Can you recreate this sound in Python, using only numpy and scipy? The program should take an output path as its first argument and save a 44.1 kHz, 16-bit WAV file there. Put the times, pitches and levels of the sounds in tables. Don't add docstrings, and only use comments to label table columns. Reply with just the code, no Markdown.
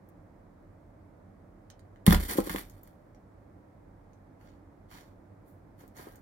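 import sys
import numpy as np
from scipy import signal
from scipy.fft import rfft, irfft, next_fast_len
from scipy.io import wavfile
from scipy.ndimage import uniform_filter1d

SR = 44100
rng = np.random.default_rng(int(sys.argv[2]) if len(sys.argv) > 2 else 0)


def wrap_up_sound(samples):
    columns = np.atleast_2d(samples).T
    tamed = np.clip(columns, -1, 1)
    steps = np.round(tamed * 32767).astype(np.int16)
    wavfile.write(sys.argv[1], SR, steps)


N = 274124
TIME_S = np.arange(N) / SR
AGE_S = np.arange(SR // 2) / SR

# start_s, snap_db, clack_db, t60_s
GLASS_HITS = [(2.0655, -8, -23.5, 0.0052), (2.069, -35.5, -19, 0.019), (2.0768, -39.5, -24.5, 0.078),
              (2.1086, -18.5, -13, 0.0035), (2.1246, -26, -13.5, 0.008), (2.127, -15.5, -18.5, .016),
              (2.146, -25.5, -17, .011), (2.2968, -42, -31.5, 0.026), (2.3348, -26, -36, .009),
              (2.4955, -32.5, -28.5, 0.04), (2.5614, -49, -25, 0.011), (2.584, -48, -31, 0.0085)]
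# freq_hz, level_db
SNAP_SPECTRUM = [(800, -26.5), (2600, -12), (3500, -0.5), (5000, -3.5), (7500, -14), (9700, 0),
                 (12000, -0.5), (15000, 2), (17000, 0)]
# freq_hz, level_db
CLACK_SPECTRUM = [(250, -2.5), (600, 1), (1000, 2), (1350, -2.5), (1900, -0.5), (2700, -13), (3500, -14),
                  (4600, -13.5), (6500, -21.5), (12000, -34.5)]
# freq_hz, level_db, t60_s
CASE_MODES = [(1002, 0, 0.12), (1750, -4, 0.025), (1980, -2.5, .08), (2150, -3.5, 0.056), (3410, 0, 0.11),
              (4683, -6, 0.056)]
def drive_on_glass():
    out = np.zeros(N)
    for start_s, snap_db, clack_db, t60_s in GLASS_HITS:
        add(out, start_s, amp(snap_db) * burst(SNAP_SPECTRUM, t60_s))
        add(out, start_s, amp(clack_db) * burst(CLACK_SPECTRUM, t60_s))
        add(out, start_s, amp(clack_db - 26) * ring(CASE_MODES, scatter_db=1.3))
    return out


# start_s, level_db, contact_s
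BOX_PUSHES = [(2.078, -6.5, 0.0017), (2.0869, -12.5, 0.0037), (2.114, -6.5, 0.0091), (2.159, -19, 0.0025),
              (2.387, -29, .008), (2.501, -33, .003), (2.618, -39.5, 0.0102)]
# freq_hz, level_db, t60_s
BOX_MODES = [(42.32, -7.5, 0.33), (71.5, -12, 0.33), (124, -12.5, 0.073), (175.8, -3, .23),
             (206.6, -3, 0.13), (281.3, -17, 0.11), (420, -16.5, .08)]
def box_thuds():
    out = np.zeros(N)
    for start_s, level_db, contact_s in BOX_PUSHES:
        push = np.sin(np.pi * np.minimum(AGE_S / contact_s, 1))
        thud = signal.fftconvolve(ring(BOX_MODES, scatter_db=2.1), push / push.sum())
        add(out, start_s, amp(level_db) * thud)
    return out


# start_s, level_db, pitch_ratio
WALL_BLOWS = [(2.129, -17, 1.1), (2.356, -33.5, 1.06), (2.385, -13, .98), (2.472, -31.5, 1.02),
              (2.505, -43, 1.019), (2.5468, -23.5, .95), (5.838, -48, 1.3), (5.996, -42, 1.2),
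              (6.07, -39.5, 1.2)]
# freq_hz, level_db, t60_s
WALL_MODES = [(212, -5, 0.085), (289.5, -1.5, .055), (337, 2.5, 0.041), (410, -2.5, .04),
              (501.3, -5.5, 0.051), (806, -11, 0.047), (1060, -10, .045), (1310, -15, 0.0527)]
def cardboard_knocks():
    out = np.zeros(N)
    onset = 1 - fade(AGE_S, t60_s=0.006)
    for start_s, level_db, pitch_ratio in WALL_BLOWS:
        modes = [(hz * pitch_ratio, db, t60_s) for hz, db, t60_s in WALL_MODES]
        add(out, start_s, amp(level_db) * ring(modes, scatter_db=1.5) * onset)
    return signal.sosfilt(signal.butter(2, 190, "highpass", fs=SR, output="sos"), out)


# start_s, level_db, length_s
FOAM_SHOVES = [(2.054, -34, 0.092), (2.184, -41.5, 0.076), (2.273, -35, .055), (2.352, -38.5, 0.033),
               (2.423, -44.5, 0.048), (2.488, -39, 0.037), (2.517, -41, 0.073), (2.821, -67, 0.061)]
# freq_hz, level_db
RUSTLE_SPECTRUM = [(120, -2.5), (250, 14), (500, 5.5), (800, 2), (1350, 3), (1800, 2), (2300, 2),
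                   (2750, -6.5), (3400, -2), (4200, -3), (6800, -7.5), (9700, -3), (14500, 0), (16500, -7)]
# freq_hz, level_db
HISS_SPECTRUM = [(5000, -20.5), (8000, -6.5), (10000, -0.5), (15000, 3), (16500, -9)]
def foam_rustle():
    power = np.zeros(N)
    for start_s, level_db, length_s in FOAM_SHOVES:
        shove = amp(level_db) * swell(start_s, length_s, attack_s=0.018, t60_s=0.16)
        creep = amp(level_db - 18.5) * swell(start_s, length_s, attack_s=0.018, t60_s=0.85)
        power += shove ** 2 + creep ** 2
    fine = unit(slips(per_s=5000, spread_db=0.5))
    coarse = amp(-3.5) * unit(slips(per_s=300, spread_db=4.5))
    crunches = amp(-9) * coloured(slips(per_s=130, spread_db=2), HISS_SPECTRUM)
    rubbing = spurts(depth_db=2.5) * coloured(fine + coarse, RUSTLE_SPECTRUM)
    return np.sqrt(power) * unit(rubbing + crunches)


# start_s, length_s, hiss_db, brush_db, scrape_db
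HAND_STROKES = [(4.37, 0.068, -78, -82, -70.5), (4.427, 0.054, -99, -75, -75),
                (4.877, 0.11, -64.5, -63.5, -61), (5.437, 0.05, -70, -86, -79),
                (5.758, 0.058, -67, -74, -67), (5.936, 0.087, -58.5, -62.5, -56.5),
                (6.023, 0.15, -75, -84, -69.5)]
# freq_hz, level_db
BRUSH_SPECTRUM = [(1500, 0.5), (2200, 5.5), (2900, -0.5), (3900, 1.5), (5000, 0), (7500, -5),
                  (10000, -12.5)]
# freq_hz, level_db
SCRAPE_SPECTRUM = [(200, 0), (500, -1), (1200, -2.5), (1600, -0.5), (2100, -10), (3000, -20), (6000, -35)]
def hand_rubbing():
    envelopes = np.zeros((3, N))
    for start_s, length_s, *levels_db in HAND_STROKES:
        envelopes += np.outer(amp(levels_db), swell(start_s, length_s, attack_s=0.041, t60_s=0.33))
    hiss = coloured(slips(per_s=4000, spread_db=1.5), HISS_SPECTRUM)
    brush = amp(4.5) * coloured(slips(per_s=2600, spread_db=5), BRUSH_SPECTRUM)
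    scrape = amp(3.5) * coloured(slips(per_s=900, spread_db=-0.5), SCRAPE_SPECTRUM)
    return (envelopes * [hiss, brush, scrape]).sum(axis=0) * unit(spurts(depth_db=-1))


# start_s, level_db, tilt_db_per_octave, pan_left_db
TICK_EVENTS = [(.089, -46.5, 23, 1), (1.7021, -44.5, -2, -4.5), (1.7942, -55.5, -3, -5),
               (1.96, -50.5, -17, 1), (2.6983, -45.5, 9, 2), (2.8333, -39, 21.5, 3.5),
               (3.148, -58, -6.5, 1), (4.1334, -63, -5, -6), (4.412, -56, -13.5, 0), (4.915, -49, -14, -10),
               (5.809, -56, -3, -4), (5.879, -48.5, 24, 12), (5.968, -47, 8, -1), (6.121, -51, 15, 7),
               (6.158, -44, 16, 2)]
# freq_hz, level_db
TICK_SPECTRUM = [(800, -23.5), (1800, -2), (2600, -5), (3400, -7), (5500, -0.5), (6400, 6), (7500, -6),
                 (10000, -8.5), (16000, -8.5)]
def small_ticks():
    out = np.zeros((2, N))
    for start_s, level_db, tilt, pan_db in TICK_EVENTS:
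        spectrum = [(hz, db + tilt * np.log2(hz)) for hz, db in TICK_SPECTRUM]
        gains = amp([[level_db + pan_db / 2], [level_db - pan_db / 2]])
        add(out, start_s, gains * burst(spectrum, t60_s=0.008))
    return out


# freq_hz, t60_s
ROOM_DECAY = [(100, 0.14), (350, 0.24), (1000, 0.2), (3000, 0.2), (14000, 0.022)]
# freq_hz, gain_db
ROOM_RETURN = [(100, -20), (300, -7.5), (700, -4.5), (4000, -2), (12000, 7.5)]
def room_echo(x):
    hz, time_s, bands = signal.stft(rng.standard_normal((2, SR // 2)), SR, nperseg=256)
    bands = bands * fade(time_s, along(ROOM_DECAY, hz)[:, None])
    tail = signal.istft(bands, SR, nperseg=256)[1][:, :len(AGE_S)]
    tail *= 1 - fade(AGE_S, t60_s=0.018)
    wet = signal.fftconvolve(x[None], tail / np.linalg.norm(tail[0]), axes=1)[:, :N]
    return filtered(wet, lambda hz: amp(along(ROOM_RETURN, hz)))


# freq_hz, level_db
VENT_SPECTRUM = [(12, -50.5), (20, -15.5), (37, -1.5), (70, -11.5), (98, 0), (120, -11.5), (204, -7),
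                 (234, -14), (293, -7), (388, -17), (590, -14.5), (1120, -24.5), (2080, -34), (2820, -47.5),
                 (16000, -55)]
# freq_hz, left_right_correlation
VENT_COHERENCE = [(60, 1), (130, 1), (290, .7), (640, 0.18), (1400, 0.069), (7000, 0.12)]
def ventilation():
    def mid_side_gains(hz):
        angle = np.arccos(along(VENT_COHERENCE, hz)) / 2
        return amp(along(VENT_SPECTRUM, hz)) * [np.cos(angle), np.sin(angle)]
    mid, side = filtered(rng.standard_normal((2, N)), mid_side_gains)
    rumble = amp(-55) * unit(np.array([mid + side, mid - side]))
    resonance_hz_db = [(60, -60), (88, -8.5), (96, -5.5), (104, -5), (140, -61), (400, -120)]
    hum = amp(-65) * coloured(rng.standard_normal(N), resonance_hz_db)
    return (rumble + hum) * amp([[-1.3], [1.3]])


# freq_hz, left_minus_right_db
MIC_BALANCE = [(70, -2.5), (200, 0.3), (600, 2.5), (1000, -3), (4000, -2.5), (13000, -0.45)]
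# freq_hz, left_lead_rad
STEREO_PHASE = [(0, 0), (520, 3.3), (780, 8.3), (1120, 9.3), (2070, 7.8), (4130, 6.6), (5600, 4.1),
                (9000, 2.7)]
def microphones(x, left_lag_s=0.000653):
    def response(hz):
        lead_rad = np.interp(hz, *np.transpose(STEREO_PHASE)) - 2 * np.pi * hz * left_lag_s
        half = np.array([[0.5], [-0.5]])
        return amp(half * along(MIC_BALANCE, hz)) * np.exp(1j * half * lead_rad)
    return filtered(x, response)


def amp(db):
    return 10 ** (np.asarray(db) / 20)


def unit(x):
    return x / np.sqrt(np.mean(x ** 2) + 1e-20)


def along(points, hz):
    freqs_hz, values = np.transpose(points)
    return np.interp(np.log(hz + 1), np.log(freqs_hz + 1), values)


def fade(time_s, t60_s):
    return np.exp(-np.log(1000) * time_s / t60_s)


def swell(start_s, length_s, attack_s, t60_s):
    rise = np.clip((TIME_S - start_s) / attack_s, 0, 1) ** 2
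    return rise * fade(np.maximum(TIME_S - start_s - length_s, 0), t60_s)


def filtered(x, response):
    n = x.shape[-1]
    padded = next_fast_len(n + 8192)
    return irfft(rfft(x, padded) * response(np.fft.rfftfreq(padded, 1 / SR)), padded)[..., :n]


def coloured(x, spectrum):
    return unit(filtered(x, lambda hz: amp(along(spectrum, hz))))


def add(track, start_s, sound):
    start = round(start_s * SR)
    part = sound[..., :N - start]
    track[..., start:start + part.shape[-1]] += part


def burst(spectrum, t60_s):
    envelope = fade(AGE_S[:SR // 8], t60_s)
    noise = coloured(rng.standard_normal(len(envelope)), spectrum)
    return unit(noise * envelope) * np.sqrt(np.mean(envelope ** 2))


def ring(modes, scatter_db):
    out = np.zeros(len(AGE_S))
    for hz, level_db, t60_s in modes:
        gain = amp(level_db + scatter_db * rng.standard_normal())
        out += gain * np.sin(2 * np.pi * hz * AGE_S) * fade(AGE_S, t60_s)
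    return out


def slips(per_s, spread_db):
    impulses = (rng.random(N) < per_s / SR) * rng.choice([-1, 1], N)
    return impulses * amp(spread_db * np.clip(rng.standard_normal(N), -2, 2))


def spurts(depth_db):
    return amp(depth_db * unit(uniform_filter1d(rng.standard_normal(N), size=180)))


def scene():
    sources = drive_on_glass() + box_thuds() + cardboard_knocks() + foam_rustle() + hand_rubbing()
    ticks = small_ticks()
    echo = room_echo(amp(-9) * sources + amp(-3.5) * ticks.mean(axis=0))
    return microphones(sources + ticks) + echo + ventilation()


def record(dry, low_hz=32, top_hz=15800):
    thin = signal.sosfilt(signal.butter(6, low_hz, "highpass", fs=SR, output="sos"), dry)
    return filtered(thin, lambda hz: 1 / np.sqrt(1 + (hz / top_hz) ** 120))


dry = scene()
out = record(dry)
wrap_up_sound(out)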